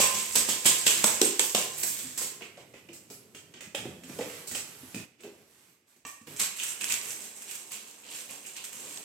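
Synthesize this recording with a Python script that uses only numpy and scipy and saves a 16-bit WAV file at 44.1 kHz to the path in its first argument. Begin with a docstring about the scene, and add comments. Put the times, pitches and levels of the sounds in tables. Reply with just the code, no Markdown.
"""A steel bowl of dry cat food is shaken close by in a tiled, echoing room.
Each toss lands as a shower of tiny clicks that sets the steel ringing.
A kitten gallops up on thudding paws and ticking claws, skids and tumbles with a hiss of fur,
then pounces into the bowl, pushes through the pellets with its nose and crunches them."""
import sys
import numpy as np
from scipy import signal
from scipy.fft import rfft, irfft, next_fast_len
from scipy.io import wavfile
from scipy.ndimage import map_coordinates

SR = 44100
rng = np.random.default_rng(int(sys.argv[2]) if len(sys.argv) > 2 else 0)


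def generate_wav(signal):
    """Clip the signal to [-1, 1] and save it as 16-bit WAV at the path in sys.argv[1]."""
    frames = np.transpose(np.atleast_2d(signal))
    scaled = np.clip(frames, -1, 1) * 32767
    pcm = np.round(scaled).astype(np.int16)
    wavfile.write(sys.argv[1], SR, pcm)


N = 398663
TOP_HZ = 16000

# tossed food lands in the bowl: t/s, clatter/dB, knock/dB, scatter/s, rim/dB, clack/dB, clack pitch/Hz
TOSSES = [(0.0, -18.5, -27, 0.0091, -35, -30.5, 2840), (0.139, -30, -44, .016, -52.5, -43.5, 3000),
          (.354, -16.5, -38, .0047, -47, -37, 3400), (.486, -23.5, -29, .007, -48, -35.5, 3380),
          (.654, -14.5, -30, 0.0063, -43, -27, 3240), (.864, -16.5, -27, .003, -49, -22.5, 3000),
          (.877, -18.5, -42, .0013, -50, -32, 3400), (1.041, -13.5, -20.5, 0.0015, -42, -27, 3500),
          (1.2145, -14, -20, .0009, -49.5, -24, 3620), (1.3939, -15.5, -23.5, 0.00089, -54, -25, 3130),
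          (1.548, -16, -22.5, 0.0011, -44, -26, 3000), (1.8322, -23.5, -57, .0018, -62, -59, 2850),
          (1.988, -37.5, -69, 0.0042, -66, -44, 3430), (2.175, -29, -55, 0.0057, -55, -55, 3000),
          (2.214, -34, -37, .011, -66, -54, 2870)]
# paws and body land on the tiles: t/s, thud/dB, thud pitch/Hz, pad slap/dB, claw tick/dB, thud decay/s
LANDINGS = [(2.031, -36.5, 258, -65, -54.5, 0.037), (2.408, -32.5, 466, -45, -56, .015),
            (2.425, -49, 450, -48, -53.5, .012), (2.572, -34, 560, -49, -57.5, 0.025),
            (2.738, -37, 495, -50, -59.5, 0.011), (2.887, -35, 344, -52, -82.5, .016),
            (2.93, -49, 218, -56.5, -42.5, 0.013), (3.1, -33.5, 401, -51, -41, 0.014),
            (3.347, -35.5, 429, -47, -45.5, .0088), (3.538, -41, 375, -46, -60, 0.024),
            (3.606, -41.5, 502, -41.5, -41.5, 0.017), (3.665, -35, 213, -60, -53, 0.019),
            (3.747, -23.5, 550, -32, -33, 0.0043), (3.796, -37, 523, -52, -59.5, 0.0094),
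            (3.852, -21.5, 346, -46, -53, .012), (4.035, -35.5, 259.9, -46.5, -46, 0.017),
            (4.095, -29, 300, -46, -66, .012), (4.187, -19, 476, -40, -43, 0.014),
            (4.206, -24, 486, -39.5, -46, 0.012), (4.297, -38, 520, -44, -52, .009),
            (4.471, -50, 416, -52, -31, .012), (4.512, -30, 237, -39.5, -31.5, 0.019),
            (4.548, -29, 520, -36.5, -28, 0.012), (4.831, -31.5, 233, -62.5, -64.5, 0.0075),
            (4.944, -22, 290, -38.5, -36.5, 0.0063), (4.956, -25, 234, -64, -53.5, .02),
            (4.998, -30, 231, -47, -67.5, 0.014), (5.204, -47.5, 350, -58, -56, 0.02),
            (5.234, -35, 410, -50.5, -54, 0.032), (5.961, -54, 352, -75.5, -62.5, 0.01),
            (6.052, -42, 330, -66, -66, .009), (6.212, -47.5, 228, -68, -58.5, 0.013),
            (6.27, -36, 322, -50, -51.5, .014)]
# tone of a dull knock on the bowl: f/Hz, level/dB
KNOCK_TONE = [(30, -17.5), (70, -18.5), (150, -8.5), (230, -2), (340, -1.5), (480, -1.5), (750, -6),
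              (1100, -9.5), (1600, -18), (4000, -48)]


def amp(db):
    """Turn decibels into a gain."""
    return 10 ** (np.asarray(db) / 20)


def along(points, hz):
    """Read a (f/Hz, value) table at any frequency, on a log axis."""
    f, values = np.transpose(points)
    return np.interp(np.log(hz + 1), np.log(f), values)


def level(curve, times):
    """Read a (t/s, level/dB) curve, which is silent beyond its ends."""
    return np.interp(times, *np.transpose(curve), left=-140, right=-140)


def add(track, start, sound):
    """Mix a sound into a track at `start` seconds."""
    part = track[..., max(round(start * SR), 0):][..., :sound.shape[-1]]
    part += sound[..., :part.shape[-1]]


def filtered(x, response):
    """Scale each frequency of x by response(hz)."""
    size = next_fast_len(N + SR // 4)
    return irfft(rfft(x, size) * response(np.fft.rfftfreq(size, 1 / SR)), size)[..., :N]


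def convolved(x, kernel):
    """Pass x through a filter, given as its answer to one click."""
    return signal.oaconvolve(x, np.atleast_2d(kernel), axes=1)[:, :N]


def coloured(x, tone, size=4096):
    """Give x a (f/Hz, level/dB) tone; white noise keeps its power."""
    cepstrum = irfft(np.log(amp(along(tone, np.fft.rfftfreq(size, 1 / SR)))))
    # folded so that the filter never sounds ahead of a hit
    cepstrum[1:size // 2] *= 2
    cepstrum[size // 2:] = 0
    kernel = irfft(np.exp(rfft(cepstrum)))
    return convolved(x, kernel / np.linalg.norm(kernel))


def changing(x, kernels):
    """Pass x through filters that fade into each other, one round a second."""
    turn = np.arange(N) / SR + np.arange(len(kernels))[:, None] / len(kernels)
    shares = np.maximum(np.cos(2 * np.pi * turn), 0)
    shares /= np.linalg.norm(shares, axis=0)
    return sum(convolved(x * share, kernel / np.linalg.norm(kernel[0]))
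               for share, kernel in zip(shares, kernels))


def wavering(hz, width_hz, t):
    """A tone that drifts at random, blurring its pitch over width_hz."""
    drift = np.cumsum(rng.standard_normal(len(t))) * np.sqrt(2 * np.pi * width_hz / SR)
    return np.sin(2 * np.pi * hz * t + drift)


def ringing(tones, width_hz, t):
    """Wavering tones, each fading by 60 dB in its ring time."""
    return sum(amp(db - 60 * t / ring_s) * wavering(hz, width_hz, t) for hz, db, ring_s in tones)


def band_noise(hz, width_share, t):
    """Stereo noise of strength 1 in a band around hz."""
    edges = np.clip(hz * np.exp(width_share * np.array([-.5, .5])), 20, SR * .48)
    band = signal.butter(2, edges, "band", fs=SR, output="sos")
    noise = signal.sosfilt(band, rng.standard_normal((2, 2 * len(t))))[:, len(t):]
    return noise / noise.std()


def swelling_noise(curve):
    """Stereo white noise, as loud as the curve says."""
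    return amp(level(curve, np.arange(N) / SR)) * rng.standard_normal((2, N))


def strokes(start, length, db, rise_s, fall_db_per_s):
    """A (t/s, level/dB) curve of strokes that swell, hold and die away."""
    times = np.linspace(start[0], min(start[-1] + length[-1] + .5, N / SR), 1500)
    age = times[:, None] - start
    gain = np.clip(age / rise_s, 0, 1) * amp(db - fall_db_per_s * np.maximum(age - length, 0))
    return np.column_stack([times, 10 * np.log10(np.sum(gain ** 2, axis=1) + 1e-14)])


def clicks(times, db, rate, uneven_db, decay_s=.00015, size=48):
    """Tiny hard hits, each at its own pitch; `rate` of them a second make the level db."""
    t, count = np.arange(size) / SR, len(times)
    pitch = rng.uniform(0, TOP_HZ, (count, 1))
    phase = rng.uniform(0, 2 * np.pi, (count, 1))
    phase = phase + 1.2 * rng.standard_normal((2, count, 1))  # sets left and right apart
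    shape = np.cos(2 * np.pi * pitch * t + phase) * np.exp(-t / decay_s)
    strength = amp(uneven_db * np.clip(rng.standard_normal(count), -2, 2))
    gain = amp(db) * np.sqrt(SR / rate) * strength / np.sqrt(np.mean(strength ** 2))
    shape *= gain[:, None] / np.linalg.norm(shape, axis=2, keepdims=True)
    where = (np.abs(times * SR).astype(int)[:, None] + np.arange(size)).ravel()
    return np.array([np.bincount(where, side.ravel(), N)[:N] for side in shape])


def showers(starts, db, scatter_s, uneven_db, count):
    """From each start, clicks thicken for scatter_s and then thin out."""
    shape = (len(starts), count)
    scatter_s = np.broadcast_to(scatter_s, len(starts))
    times = starts[:, None] - scatter_s[:, None] * np.log(rng.random(shape) * rng.random(shape))
    peak_rate = count / (np.e * scatter_s)
    return clicks(times.ravel(), np.repeat(db, count), np.repeat(peak_rate, count), uneven_db)


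def trickle(curve, uneven_db, count):
    """Clicks at random moments, as loud as the curve says."""
    start, end = curve[0][0], curve[-1][0]
    times = rng.uniform(start, end, count)
    return clicks(times, level(curve, times), count / (end - start), uneven_db)


def struck(hit, tones, crack_db, crack_s, width_hz):
    """One hard hit: a crack of noise and a short, rough ring."""
    out, t = np.zeros((2, N)), np.arange(SR // 2) / SR
    start, db = hit
    ring = ringing(tones, width_hz, t)
    crack = amp(crack_db) * np.exp(-t / crack_s) * rng.standard_normal((2, len(t)))
    add(out, start, amp(db) * (ring / 2 + crack))
    return out


def rasps(rows, gain_db, width_share, rise_s, grit_db, grit_s):
    """Short rubs: bands of noise made gritty by a flickering level."""
    out, t = np.zeros((2, N)), np.arange(SR // 4) / SR
    for start, db, hz, decay_s in rows:
        grit = map_coordinates(rng.standard_normal(len(t)), [t / grit_s])
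        envelope = (1 - np.exp(-t / rise_s)) * np.exp(-t / decay_s)
        add(out, start, amp(db + gain_db + grit_db * grit) * envelope * band_noise(hz, width_share, t))
    return out


def hush():
    """The faint, steady noise of a quiet room."""
    # tone of the hush: f/Hz, level/dB
    tone = [(25, -19.5), (70, -1), (170, 3.5), (400, 3.5), (700, -5), (1200, -18), (2200, -4),
            (3500, -13.5), (8000, -15), (16000, -21)]
    return amp(-71) * coloured(rng.standard_normal((2, N)), tone)


def room(x, echo_db, build_s=.003, walls_s=.04, spread_s=.025, walls_db=2.5):
    """Tiles and bare walls add a dense, shifting echo that swells as the far walls reply."""
    # how long the echo takes to fade by 60 dB: f/Hz, time/s
    fade_times = [(100, 0.44), (400, 0.64), (1200, 0.68), (3000, 0.62), (8000, 0.46), (15000, 0.4)]
    hz, t, noise = signal.stft(rng.standard_normal((3, 2, SR * 5 // 8)), SR, nperseg=256)
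    far_walls = amp(walls_db * np.exp(-((t - walls_s) / spread_s) ** 2))
    swell = (1 - np.exp(-t / build_s)) * far_walls
    fade = amp(-60 * t / along(fade_times, hz)[:, None])
    tails = signal.istft(noise * fade * swell, SR, nperseg=256)[1]
    return x + changing(x * amp(echo_db), tails)


def skids():
    """Fur and feet brush the floor: a grainy hiss over a low rub."""
    # the run-up, then each skid or roll: t/s, length/s, hiss/dB, rub/dB
    brushes = [(1.598, 2.07, -60, -58.5), (3.76, 0.14, -49, -42), (3.91, .12, -54, -54),
               (4.062, 0.16, -42, -45), (4.206, 0.19, -40, -52), (4.43, 0.59, -45.5, -55),
               (5.25, 0.17, -61, -62.5), (5.458, 0.24, -59.5, -71.5), (5.86, 0.061, -61, -94),
               (6.258, 0.083, -45, -53)]
    # tones of the hiss and the rub: f/Hz, level/dB
    fur_tone = [(300, -20), (900, 0), (2300, -2.5), (4500, -3.5), (7600, -0.5), (12000, 10), (16000, -5)]
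    rub_tone = [(30, -22), (50, -26.5), (75, -5.5), (130, 1), (220, -1.5), (420, -4.5), (700, -15.5),
                (1500, -40), (4000, -40)]
    start, length, *levels = np.transpose(brushes)
    hiss, rub = (strokes(start, length, db, rise_s=.022, fall_db_per_s=211) for db in levels)
    grains = trickle(hiss, uneven_db=2, count=16000)
    return amp(-4) * (coloured(grains, fur_tone) + coloured(swelling_noise(rub), rub_tone))


def claw_drags():
    """Claws drag over the glaze with a thin, whistling hiss."""
    # each drag: t/s, level/dB, f/Hz, decay/s
    drags = [(2.93, -42, 13500, .012), (3.108, -39, 11200, .03), (3.705, -47, 12800, .014),
             (4.64, -47, 11800, .06), (4.75, -45, 11300, .06), (4.84, -44, 10800, .06),
             (5.218, -48, 12000, .02)]
    return rasps(drags, gain_db=-1, width_share=.13, rise_s=.012, grit_db=2.5, grit_s=.006)


def pad_scuffs():
    """A paw's pad rubs on the tile as it lands."""
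    # each scuff: t/s, level/dB, f/Hz, decay/s
    scuffs = [(2.42, -37, 2550, .011), (2.739, -48, 2400, .007), (2.887, -48, 2700, .011),
              (3.347, -45, 2550, .004), (3.538, -52, 3100, .006), (3.606, -46, 2900, .008),
              (3.7485, -25, 3000, .005), (4.21, -45, 2300, .025), (4.296, -44, 2500, .008),
              (4.549, -37, 2700, .011)]
    return rasps(scuffs, gain_db=.5, width_share=.33, rise_s=.0008, grit_db=2.5, grit_s=.002)


def stamp_and_tick():
    """A paw stamps as the kitten brakes; a small, hard tick comes just before the pounce."""
    # the two hits: t/s, level/dB
    stamp = (3.7495, -20.5)
    tick = (6.051, -36)
    # how each rings: f/Hz, level/dB, ring time/s
    stamp_tones = [(552, -0.35, 0.028), (2670, -1, .017), (3240, -1, .017)]
    tick_tones = [(1062, -9, .1), (1138, -2, 0.12), (1860, -8, 0.13), (2355, -9, 0.09), (2400, -14, .18),
                  (2725, -1, 0.03), (3100, -12, .05), (5755, -8, .08), (6368, -6, .09), (7872, -5, .09)]
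    return (struck(tick, tick_tones, crack_db=-5, crack_s=.004, width_hz=24)
            + struck(stamp, stamp_tones, crack_db=-18, crack_s=.002, width_hz=81))


def paws():
    """Pads slap on the tiles while the claws tick."""
    # tones of a pad and a claw: f/Hz, level/dB
    pad_tone = [(300, -9), (900, -11), (1600, -7.5), (2200, -4.5), (2600, -3.5), (3200, -6), (4200, -12.5),
                (7000, -11), (16000, -32.5)]
    claw_tone = [(500, -8.5), (2000, -26), (4500, -5.5), (6000, -3), (7800, 1.5), (12000, 0), (16000, -2)]
    starts, _, _, slap_db, tick_db, _ = np.transpose(LANDINGS)
    slaps = showers(starts, slap_db, scatter_s=.002, uneven_db=3.5, count=80)
    ticks = showers(starts, tick_db, scatter_s=.0046, uneven_db=1.5, count=80)
    return coloured(slaps, pad_tone) + coloured(ticks, claw_tone)


def thuds(rise_share=.43):
    """Soft weight meets the floor: a hollow tone blurred by noise; longer thuds rise more slowly."""
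    out, t = np.zeros((2, N)), np.arange(SR // 5) / SR
    for start, db, hz, _, _, decay_s in LANDINGS:
        blur = .98 * band_noise(hz * .79, .95, t)[0]
        age = t / decay_s
        envelope = np.exp(-age) * (1 - np.exp(-age / rise_share))
        add(out, start, amp(db - 5) * envelope * (np.sin(2 * np.pi * hz * t) + blur))
    return out


def kitten():
    """The kitten romps over the tiles; the nearer it is, the less echo comes with it."""
    # echo of its sharper sounds: t/s, level/dB
    echo = [(2.0, 7.5), (3.5, 5), (3.75, 2.5), (4.2, 4.5), (6.0, 2)]
    # its level dips briefly after the tumble: t/s, level/dB
    dip = [(5.04, -3.5), (5.07, -12), (5.18, -11), (5.2, 1)]
    t = np.arange(N) / SR
    hits, scuffs, drags = stamp_and_tick(), pad_scuffs(), claw_drags()
    sharp = room(paws() + hits + skids() + drags, echo_db=np.interp(t, *np.transpose(echo)))
    soft = room(thuds() + scuffs, echo_db=-1.5)
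    return (sharp + soft) * amp(np.interp(t, *np.transpose(dip)))


def bowl(x, ring_db, width_share=.016, detune_share=.025):
    """Hits set the steel ringing; the loose food blurs and shifts each tone as it moves."""
    # tones of the filled bowl: f/Hz, level/dB, ring time/s
    tones = [(228.5, -3, 0.17), (350, -16, 0.22), (410, -10, .12), (522, -10, .4), (703, -18.5, .2),
             (1083, -7, .3), (1920, -20, .143), (2760, -11, .05), (3370, -7.5, 0.054), (4100, -10, .05),
             (5700, -10, 0.044), (6540, -1, .04), (6820, -0.5, 0.037), (7400, 4, .05), (7785, 1, 0.055),
             (8370, 5.5, 0.04)]
    t = np.arange(SR // 3) / SR

    def tone(hz, db, ring_s):
        pitch = hz * (1 + detune_share * rng.uniform(-.88, 1))
        return amp(db - 60 * t / ring_s) * wavering(pitch, width_share * hz, t) / np.sqrt(ring_s)

    rings = np.array([[sum(tone(*row) for row in tones) for side in range(2)] for turn in range(3)])
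    return x + amp(ring_db) * changing(x, rings)


def crunching():
    """Teeth and muzzle crunch into the food."""
    # each bite: t/s, level/dB, f/Hz, decay/s
    bites = [(6.588, -37, 2896, 0.029), (6.628, -44, 2820, 0.019), (6.808, -34.5, 2730, 0.013),
             (6.842, -43, 2590, 0.011), (6.9, -34, 2575, .015), (7.4159, -45, 2880, 0.0051),
             (7.491, -44.5, 2830, 0.012), (7.719, -47, 2850, 0.016), (8.032, -54, 2770, 0.019),
             (8.0884, -43, 2950, .007), (8.1149, -45, 2880, 0.011), (8.15, -46, 2650, .009),
             (8.292, -46, 2710, 0.011), (8.4483, -46, 2540, .012), (8.565, -43.5, 2650, 0.018),
             (8.594, -52.5, 2920, 0.012), (8.635, -50, 3430, 0.01)]
    return rasps(bites, gain_db=-1, width_share=.3, rise_s=.0019, grit_db=3, grit_s=.002)


def rooting():
    """Nose and paws plough through the food, flick pellets at the wall and jostle the bowl."""
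    # pellets knocked against the steel: t/s, level/dB, scatter/s
    nudges = [(6.064, -42, .009), (6.362, -39.5, .011), (6.395, -23, .006), (6.41, -29.5, .005),
              (6.586, -37.5, 0.0089), (6.631, -28, .004), (6.682, -32.5, .007), (6.808, -37.5, 0.0028),
              (6.841, -29, 0.0018), (6.897, -29, 0.0072), (6.919, -23.5, 0.0033), (6.936, -36, 0.0062),
              (7.104, -33.5, .004), (7.355, -46, .014), (7.419, -39, 0.0028), (7.511, -33, .002),
              (7.552, -34, .002), (7.716, -36.5, 0.0032), (8.145, -40, 0.0081), (8.2, -43, .004),
              (8.299, -43, .008), (8.462, -39, .0037), (8.566, -38, .003), (8.64, -35, .0034),
              (8.729, -39, .002), (8.975, -43, .0015)]
    # pushes through the food: t/s, length/s, rustle/dB, scrape/dB, bump/dB
    pushes = [(6.388, 0.017, -26, -29.5, -45), (6.558, 0.072, -32.5, -48.5, -60),
              (6.799, .04, -27.5, -45, -51.5), (6.874, 0.049, -31.5, -37, -53), (7.016, 0.1, -32, -53, -55),
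              (7.189, 0.066, -38, -56, -57), (7.471, 0.049, -36.5, -51, -70),
              (7.705, 0.038, -34.5, -46, -60), (8.039, 0.069, -49.5, -50.5, -56),
              (8.098, 0.093, -38, -47.5, -78), (8.284, 0.033, -37, -52.5, -48),
              (8.438, 0.035, -43, -56.5, -75), (8.552, 0.032, -47, -45, -58),
              (8.717, .26, -39.5, -53, -53.5)]
    # the muzzle keeps the food stirring: t/s, level/dB
    stirring = [(6.3, -63), (6.55, -44), (7.1, -41.5), (7.33, -44.5), (7.6, -43.5), (7.85, -45),
                (8.03, -47.5), (8.15, -44.5), (8.4, -44.5), (9.04, -43.5)]
    # tones of the bright rustle and the gritty scrape: f/Hz, level/dB
    rustle_tone = [(60, -24), (200, -17.5), (400, -27), (750, -25), (1300, -16), (2400, -12), (4300, -17),
                   (5200, -13), (5800, -10), (7800, -3), (12000, 0), (16000, -12.5)]
    scrape_tone = [(300, -21), (800, -12), (1100, -5.5), (1400, -12), (2000, -6.5), (2800, -0.5),
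                   (3400, -2), (4300, -1.5), (8000, -18.5)]
    start, length, *levels = np.transpose(pushes)
    rustle, scrape, bump = (strokes(start, length, db, rise_s=.011, fall_db_per_s=300.5)
                            for db in levels)
    bright = showers(*np.transpose(nudges), uneven_db=0, count=60)
    bright += amp(-6) * trickle(rustle, uneven_db=1.5, count=2800)
    bright += amp(-7) * trickle(stirring, uneven_db=1.5, count=2200)
    gritty = amp(-6) * trickle(scrape, uneven_db=4.5, count=5000)
    gritty += amp(-21) * trickle(stirring, uneven_db=3, count=1000)
    dull = amp(-5) * swelling_noise(bump) + amp(-19) * swelling_noise(stirring)
    food = coloured(bright, rustle_tone) + coloured(gritty, scrape_tone) + coloured(dull, KNOCK_TONE)
    return bowl(food, ring_db=-15.5)


def crumbs():
    """Light crumbs skitter over the steel with a fine, high fizz."""
    # each skitter: t/s, level/dB, scatter/s
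    skitters = [(1.43, -30, .012), (1.575, -32, .012), (1.78, -31, .012), (1.832, -21, .002),
                (1.862, -28, .012), (1.982, -33, .005), (2.176, -28, .004), (2.21, -35, .012)]
    # tone of the fizz: f/Hz, level/dB
    fizz_tone = [(3000, -40), (7000, -16), (9500, 0), (13000, 1), (16000, -4)]
    return coloured(showers(*np.transpose(skitters), uneven_db=2.5, count=90), fizz_tone)


def cracks(decay_s=.0009):
    """Single pellets strike the steel or crack, sharp and close."""
    # each snap: t/s, level/dB, f/Hz
    snaps = [(.3585, -11, 8000), (.3635, -11, 7500), (.8678, -9, 3600), (.8702, -10, 6500),
             (.8788, -10, 7000), (1.0438, -7, 7000), (1.2158, -5, 5500), (1.2177, -9, 5500),
             (1.3953, -7, 4400), (1.5505, -11, 6000), (1.8344, -15, 9600), (6.4007, -17.5, 5850),
             (6.6352, -24, 8000), (6.8122, -27, 5100), (6.8432, -18, 6000), (6.9225, -14, 6300),
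             (6.941, -15, 6500), (7.0144, -24, 4800), (7.1628, -30, 7900), (7.421, -32, 8500),
             (7.5125, -35, 7500), (7.558, -29, 8000), (7.7192, -31, 7000), (7.8755, -40, 5000),
             (7.9124, -33, 8500), (8.043, -41, 3600), (8.0902, -35, 3900), (8.2072, -31, 6900),
             (8.5666, -31, 5000), (8.5716, -33, 6900), (8.651, -29, 7500), (8.9742, -24.5, 4400)]
    out, t = np.zeros((2, N)), np.arange(SR // 50) / SR
    for start, db, hz in snaps:
        add(out, start, amp(db - 3) * np.exp(-t / decay_s) * band_noise(hz, 1.1, t))
    return out


def pings(spread_s=.028, decay_s=.0016, low_hz=5200, high_hz=8800, count=9):
    """After each toss, single pellets hop against bare steel; later ones ping more softly."""
    out, t = np.zeros((2, N)), np.arange(SR // 50) / SR
    for start, db, *_ in TOSSES:
        for energy, place, left, right in rng.random((count, 4)):
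            hz = low_hz + place * (high_hz - low_hz)
            ring = np.exp(-t / decay_s) * np.sin(2 * np.pi * (hz * t + np.array([[left], [right]])))
            add(out, start - spread_s * np.log(energy), amp(db - 7) * np.sqrt(energy) * ring)
    return out


def pellets():
    """Each toss lands as a shower: a few pellets come early, some bounce, the rest slide on."""
    # pellets slide over each other while the bowl is shaken: t/s, level/dB
    sliding = [(0.0, -29), (.27, -34), (.34, -30.5), (.42, -36), (.6, -35.5), (.8, -31), (.98, -26.5),
               (1.3, -39), (1.65, -45.5), (1.82, -32), (2.15, -44), (2.4, -58)]
    # tone of the clatter: f/Hz, level/dB
    tone = [(60, -15.5), (200, -11.5), (400, -7.5), (800, -14.5), (1400, -12.3), (2200, -7.7), (3100, -9.5),
            (4200, -7), (6000, -5.5), (7600, 1.5), (8500, 1), (12000, 3), (16000, -6.5)]
    starts, db, _, scatter_s, *_ = np.transpose(TOSSES)
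    landing = showers(starts, db, scatter_s, uneven_db=.5, count=130)
    bounces = showers(starts + scatter_s, db - 15, scatter_s=.02, uneven_db=4, count=55)
    early = showers(starts - 1.9 * scatter_s, db - 14, scatter_s, uneven_db=2.5, count=60)
    slide = amp(-4) * trickle(sliding, uneven_db=3, count=2600)
    return coloured(early + landing + bounces + slide, tone)


def shaking(knock_s=.0017, rim_width_hz=17):
    """Tossed food clacks on the wall, rings the rim and knocks the bowl; gives (rattle, knocks)."""
    # the rim's clear tones: f/Hz, level/dB, ring time/s
    rim_tones = [(501, -8, .6), (554, -6, .5), (1038, -0.5, .65), (1105, -3, .25), (1211, -2, .18)]
    knocks, steel, t = np.zeros((2, N)), np.zeros((2, N)), np.arange(SR * 3 // 4) / SR
    for start, _, knock_db, scatter_s, rim_db, clack_db, clack_hz in TOSSES:
        knock = np.sqrt(t / knock_s * np.exp(1 - t / knock_s)) * rng.standard_normal(len(t))
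        add(knocks, start, amp(knock_db) * knock)
        age = t / (scatter_s + .00061)
        # the wall's pitch depends on where the food meets it
        clack = np.sqrt(age * np.exp(1 - age)) * band_noise(clack_hz, .35, t)
        rim = (1 - np.exp(-age)) * ringing(rim_tones, rim_width_hz, t)
        add(steel, start, amp(clack_db - 1) * clack + amp(rim_db) * rim)
    rattle = bowl(pellets(), ring_db=-14.5) + steel + pings()
    return rattle, bowl(amp(-2) * coloured(knocks, KNOCK_TONE), ring_db=-18.5)


def scene():
    """The bowl is near and the kitten's feet farther off, over a faint hush."""
    background = hush()
    rattle, knocks = shaking()
    bites = crunching()
    shaken = room(rattle + crumbs(), echo_db=1.5) + room(knocks, echo_db=0)
    eating = room(rooting() + bites, echo_db=1)
    return background + shaken + eating + cracks() + kitten()


def record(dry, ceiling=.7):
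    """A phone's two microphones: alike in the bass, the right one brighter, loud peaks rounded off."""
    # stereo width, small for long waves: f/Hz, level/dB
    width = [(60, -13.5), (300, -13), (600, -8), (1100, -2), (16000, 0.5)]
    # the phone's openings weaken deep bass and top treble: f/Hz, level/dB
    openings = [(25, -11), (50, -15), (75, -2.5), (8580, -1.5), (8850, -13)]
    # balance between the microphones: f/Hz, left minus right/dB
    balance = [(100, -1.5), (1100, -1.5), (1800, -6), (2700, -8), (3800, -1.5), (6500, 0.5), (8000, -6.5),
               (9500, -7.5), (16000, -12.5)]
    mid = (dry[0] + dry[1]) / 2
    side = filtered((dry[0] - dry[1]) / 2, lambda hz: amp(along(width, hz)))
    pair = filtered(np.array([mid + side, mid - side]),
                    lambda hz: amp(along(openings, hz) + np.outer([.5, -.5], along(balance, hz)) + 2.5))
    rounded = pair / (1 + (pair / ceiling) ** 4) ** .25
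    return filtered(rounded, lambda hz: hz < TOP_HZ)


dry = scene()
out = record(dry)
generate_wav(out)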